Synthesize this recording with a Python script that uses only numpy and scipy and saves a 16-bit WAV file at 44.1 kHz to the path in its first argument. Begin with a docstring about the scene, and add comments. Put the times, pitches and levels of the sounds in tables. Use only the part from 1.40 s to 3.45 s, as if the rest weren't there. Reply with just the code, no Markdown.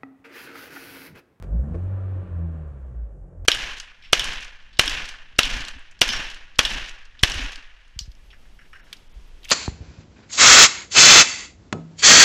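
"""We hear a four-cylinder engine from the driver's seat of a closed car: a blip of the accelerator
sweeps the firing tone up, then it sinks back to idle. Sines at multiples of the firing rate make the tone.
Around the microphone, resonant and coloured noise makes a muffled mechanical roar that follows the speed.
A dry splice click comes first; the pedal scuffs when pressed and knocks when let go,
from clicks ringing its modes and short bursts of noise."""
import sys
import numpy as np
from scipy import signal
from scipy.fft import rfft, irfft
from scipy.io import wavfile

SR = 44100
rng = np.random.default_rng(int(sys.argv[2]) if len(sys.argv) > 2 else 0)


def unload_wav(signal):
    """Save mono or channel-first audio to the path in sys.argv[1] as 16-bit WAV at rate SR, clipped to [-1, 1]."""
    wavfile.write(
        sys.argv[1],
        SR,
        np.round(np.clip(np.atleast_2d(signal).T, -1, 1) * 32767).astype(np.int16),
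    )


N = 90449  # samples, about 2.05 s

# Engine speed and firing tone: (time [s], firing rate [Hz], level of the tone [dB],
# of its 2nd multiple [dB], of its 3rd [dB], of its 4th [dB])
ENGINE_SPEED = [(0.03, 43.55, -34.5, -42.5, -59, -52.5), (0.07, 46.3, -36, -41, -45, -46),
                (0.1, 49.6, -29.5, -42, -42, -71.5), (0.12, 50.4, -19, -39.5, -42, -46.5),
                (0.15, 55.9, -22, -34.5, -30, -45), (0.2, 61.9, -19, -42, -50, -49.5),
                (0.24, 69.75, -31, -30.5, -39.5, -57.5), (0.29, 76, -37.5, -45.5, -39.5, -52.5),
                (0.32, 80.8, -30, -38.5, -44, -63), (0.37, 86.23, -28.5, -39, -50, -45),
                (0.41, 90.9, -28, -46.5, -66.5, -55.5), (0.43, 90.5, -26, -41, -52, -69),
                (0.46, 93.2, -25, -54.5, -56.5, -51.5), (0.52, 96.54, -26, -46, -58, -64.5),
                (0.61, 94.87, -28.5, -51.5, -56, -63), (0.66, 94.4, -26.5, -47.5, -65.5, -55),
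                (0.72, 94.4, -27, -53, -60, -64.5), (0.76, 93.3, -28, -56.5, -53.5, -75),
                (0.79, 92.7, -26.5, -50, -60, -45), (0.82, 92.4, -29.5, -45.5, -65, -80),
                (0.87, 89.8, -43, -45.5, -73, -63.5), (0.92, 87.24, -30, -48.5, -66.5, -69),
                (1.0, 83.7, -25.5, -35, -58, -67), (1.04, 83.6, -26.5, -31.5, -62.5, -50),
                (1.14, 80.75, -33, -41, -50, -58.5), (1.2, 78.05, -34, -38, -55.5, -69),
                (1.3, 72.9, -35.5, -50, -67, -69), (1.36, 68.45, -42, -43, -56, -76),
                (1.45, 64.8, -31.5, -63, -68, -70.5), (1.52, 60.75, -39, -40.5, -58, -68),
                (1.57, 58.1, -28.5, -54.5, -55, -74.5), (1.64, 54.32, -30.5, -56, -51.5, -61),
                (1.68, 52.47, -40, -54.5, -72, -78), (1.79, 45.48, -44, -54, -50, -56.5),
                (1.82, 44.26, -36, -43, -82, -65), (1.85, 43.55, -40, -63, -48, -50.5),
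                (1.93, 43.42, -56.5, -49.5, -56, -55), (1.99, 42.87, -34, -39.5, -51, -62),
                (2.03, 42.72, -37, -40, -70, -69), (2.04, 42.86, -36, -34, -43, -64)]
WAVER_DB, WAVER_HZ = 0.8, 14  # spread and rate of the level wander

# Unevenness of the cylinders: (multiple of the firing rate [1], level against the roar's mids [dB])
UNEVEN_FIRING = [(.5, -0.5), (1.5, -6), (2.5, -19), (3.5, -15.5)]
UNEVEN_WAVER_DB, UNEVEN_WAVER_HZ = 3.5, 11

# Roar before pulsing: (time [s], level of the cabin boom [dB], of the mids [dB], of the upper mids [dB],
# of the presence band [dB], of the treble hiss [dB])
ROAR_LEVELS = [(0.02, -56, -66.5, -61, -74, -83.5), (0.04, -51, -47.5, -62.5, -72.5, -78.5),
               (0.16, -53, -45.5, -64.5, -82, -83.5), (0.24, -41.5, -48, -59.5, -79.5, -78),
               (0.31, -27, -45, -60, -72, -78), (0.39, -38.5, -47, -59, -69, -79),
               (0.46, -37, -46, -59, -70.5, -79.5), (0.56, -56, -47, -56, -69, -82.5),
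               (0.72, -53, -46, -57.5, -69.5, -81.5), (0.88, -50.5, -48.5, -57.5, -69, -82),
               (1.04, -46.5, -48.5, -59, -73, -82), (1.25, -44, -51, -61, -74.5, -83.5),
               (1.43, -47.5, -53, -64, -77.5, -82.5), (1.59, -49.5, -54.5, -67.5, -82, -84.5),
               (1.7, -52.5, -55, -70.5, -84.5, -85), (1.81, -50.5, -55.5, -75, -90, -84.5),
               (1.92, -49, -54, -71.5, -87.5, -86), (2.02, -55, -54.5, -71, -92, -84.5)]
BOOM_HZ, BOOM_WIDTH_HZ = 57.8, 17
SECOND_BOOM_HZ, SECOND_BOOM_WIDTH_HZ, SECOND_BOOM_DB = 163.8, 31, -9  # dB against the first boom
MIDS_PULSE, CLATTER_PULSE = 0.25, 0.07  # depth of the pulsing with each firing, as a fraction
HISS_WAVER_DB, HISS_WAVER_HZ = 1.0, 8

# Noise shapes of the roar, low to high: (frequency [Hz], relative density [dB per Hz])
MIDS_SPECTRUM = [(21, -33.5), (36, -13.5), (49, -22.5), (70, -17), (113, -19), (169, -22), (232, -20),
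                 (333, -19), (472, -20), (527, -16.5), (589, -20), (1000, -36), (1300, -68.5), (2200, -120)]
UPPER_SPECTRUM = [(530, -4.5), (900, -4.5), (959, -14.5), (1180, 1.5), (1250, -5), (1370, -3), (1870, -8),
                  (2100, -19), (2730, -42.5), (4620, -120)]
PRESENCE_SPECTRUM = [(1700, -34), (2100, 2.5), (2500, 3.5), (3000, -0.5), (3600, -6.5), (4500, -12),
                     (5200, -23), (6500, -42)]
HISS_SPECTRUM = [(3500, -21.5), (4800, -9), (5500, -6), (7000, -3), (9900, -7), (10500, -14), (13000, -18),
                 (16000, -16.5)]

# Trim panels singing faintly in the clatter:
# (frequency [Hz], level against the upper mids [dB], time to fall 60 dB [s])
TRIM_PANELS = [(993, -14, 0.3), (1068, -8, 0.11), (1152, -11.5, 0.13), (1329, -11.5, 0.046),
               (1540, -18.5, 0.087), (1570, -20, 0.11), (2136, -24.5, 0.097), (2316, -24, 0.13)]

SPLICE_S, SPLICE_DB, SPLICE_FADE_S = 0.0256, -29, 0.006  # start, height, time to fall to 1/e

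# Pedal contacts: (time [s], level of the first touch's click [dB], scuff level [dB], scuff hold [s])
PEDAL_CONTACTS = [(0.031, -51.5, -58, .013), (0.3445, -38.5, -62, .012)]
# Ringing of the pedal: (frequency [Hz], level [dB], time to fall 60 dB [s])
PEDAL_RINGING = [(340, -7, .1), (442, 5, 0.077), (511, -2, 0.072), (631, -7, 0.079), (1052, -4.5, 0.021),
                 (1660, -15, .02), (2150, -12.5, .02)]
MAIN_HIT_DELAY_S, MAIN_HIT_DB = 0.0062, 2.5  # the main hit follows a lighter first touch
CONTACT_HZ = 2300  # low-pass corner of the soft contact
# Noise shape of the scuffing shoe: (frequency [Hz], relative density [dB per Hz])
SCUFF_SPECTRUM = [(500, -24), (900, -7.5), (1500, 1.5), (3000, -11), (5000, -12.5), (9500, -22),
                  (11000, -26), (16000, -35.5)]
SCUFF_FADE_S = 0.007  # time to fall to 1/e after the hold

BASS_CUT_HZ, TOP_CUT_HZ = 33, 16300  # microphone's high-pass corner; stopband edge at the top


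def from_db(db):
    """Convert decibels to gain."""
    return 10 ** (np.asarray(db) / 20)


def rms_one(x):
    """Scale a signal to unit rms."""
    return x / np.sqrt(np.mean(x ** 2) + 1e-20)


def in_time(rows):
    """Join table columns by straight lines over time, one value a sample."""
    times, *columns = np.transpose(rows)
    return [np.interp(np.arange(N) / SR, times, column) for column in columns]


def drift(rate_hz):
    """Wander slowly with spread 1: noise through two equal low-pass poles at the given rate."""
    step = 40  # samples between the slow values
    pole = np.exp(-2 * np.pi * rate_hz * step / SR)
    noise = rng.standard_normal(N // step + 2002)
    slow = signal.lfilter([1], [1, -2 * pole, pole ** 2], noise)[2000:]  # drop the filter's start
    return np.interp(np.arange(N) / step, np.arange(len(slow)), rms_one(slow))


def coloured(spectrum):
    """Shape white noise to a spectrum drawn over log frequency, at unit rms."""
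    hz, db = np.transpose(spectrum)
    grid_hz = np.maximum(np.arange(N // 2 + 1) * SR / N, 1)
    gain = from_db(np.interp(np.log(grid_hz), np.log(hz), db, left=-200, right=-200))
    return rms_one(irfft(rfft(rng.standard_normal(N)) * gain, N))


def ring(x, hz, t60):
    """Excite one damped resonance: a unit click sets a sine of starting height 1 ringing."""
    radius = from_db(-60 / (t60 * SR))
    angle = 2 * np.pi * hz / SR
    feedback = [1, -2 * radius * np.cos(angle), radius ** 2]
    return signal.lfilter([0, np.sin(angle)], feedback, x + 1e-18)


def tone(phase, db):
    """Sound a sine of the given rms level, starting at a random phase."""
    return np.sqrt(2) * from_db(db) * np.sin(phase + rng.uniform(0, 2 * np.pi))


def firing(phase, levels_db, mids_db):
    """Sum the firing tone and its multiples, with wavering lines of uneven cylinders at half multiples."""
    even, uneven = 0, 0
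    for multiple, level_db in enumerate(levels_db, start=1):
        even += tone(multiple * phase, level_db + WAVER_DB * drift(WAVER_HZ))
    for multiple, offset_db in UNEVEN_FIRING:
        waver_db = UNEVEN_WAVER_DB * drift(UNEVEN_WAVER_HZ)
        uneven += tone(multiple * phase, mids_db + offset_db + waver_db)
    return even + uneven


def boom(hz, width_hz):
    """Pass noise twice through one air resonance of the cabin."""
    t60 = np.log(1000) / (np.pi * width_hz)
    once = ring(rng.standard_normal(N), hz, t60)
    return rms_one(ring(once, hz, t60))


def trim_panels():
    """Shake the trim panels: one noise drives all their damped resonances."""
    shake = rng.standard_normal(N)
    return sum(from_db(db) * rms_one(ring(shake, hz, t60)) for hz, db, t60 in TRIM_PANELS)


def roar(phase, boom_db, mids_db, upper_db, presence_db, hiss_db):
    """Mix cabin boom, block and valve-train noise pulsing with each firing, and a thin hiss."""
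    second_boom = from_db(SECOND_BOOM_DB) * boom(SECOND_BOOM_HZ, SECOND_BOOM_WIDTH_HZ)
    cabin = from_db(boom_db) * (boom(BOOM_HZ, BOOM_WIDTH_HZ) + second_boom)

    beat = np.cos(phase)  # one swing per firing
    mids = from_db(mids_db) * (1 + MIDS_PULSE * beat) * coloured(MIDS_SPECTRUM)

    upper = from_db(upper_db) * (coloured(UPPER_SPECTRUM) + trim_panels())
    presence = from_db(presence_db) * coloured(PRESENCE_SPECTRUM)
    clatter = (1 + CLATTER_PULSE * beat) * (upper + presence)

    hiss_level_db = hiss_db + HISS_WAVER_DB * drift(HISS_WAVER_HZ)
    hiss = from_db(hiss_level_db) * coloured(HISS_SPECTRUM)
    return cabin + mids + clatter + hiss


def splice_click():
    """Step the waveform at a splice, then let it fade within milliseconds."""
    since = np.arange(N) / SR - SPLICE_S
    return from_db(SPLICE_DB) * (since > 0) * np.exp(-np.maximum(since, 0) / SPLICE_FADE_S)


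def pedal():
    """Strike the pedal's modes with a soft double thud and scuff the shoe briefly at each contact."""
    t = np.arange(N) / SR
    clicks, scuff_gain = np.zeros(N), np.zeros(N)
    for start, thud_db, scuff_db, hold in PEDAL_CONTACTS:
        clicks[int(start * SR)] = from_db(thud_db)
        clicks[int((start + MAIN_HIT_DELAY_S) * SR)] = from_db(thud_db + MAIN_HIT_DB)
        fade = np.exp(-np.maximum(t - start - hold, 0) / SCUFF_FADE_S)
        scuff_gain += from_db(scuff_db) * (t > start) * fade
    soften = signal.butter(3, CONTACT_HZ, fs=SR, output="sos")
    soft_clicks = signal.sosfilt(soften, clicks + 1e-18)
    thuds = sum(from_db(db) * ring(soft_clicks, hz, t60) for hz, db, t60 in PEDAL_RINGING)
    return thuds + scuff_gain * coloured(SCUFF_SPECTRUM)


def scene():
    """Mix engine tones, roar and pedal, as heard at the driver's seat, with the splice click."""
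    rate_hz, *levels_db = in_time(ENGINE_SPEED)
    bands_db = in_time(ROAR_LEVELS)
    mids_db = bands_db[1]
    phase = 2 * np.pi * np.cumsum(rate_hz) / SR
    engine = firing(phase, levels_db, mids_db) + roar(phase, *bands_db)
    mono = engine + splice_click() + pedal()
    return mono[None]  # one channel


def record(dry):
    """Lose the deepest bass in the microphone and cut the top steeply."""
    bass_cut = signal.butter(4, BASS_CUT_HZ, "high", fs=SR, output="sos")
    top_cut = signal.cheby2(16, 60, TOP_CUT_HZ, fs=SR, output="sos")  # 60 dB down in the stopband
    return signal.sosfilt(top_cut, signal.sosfilt(bass_cut, dry))


dry = scene()
out = record(dry)
unload_wav(out)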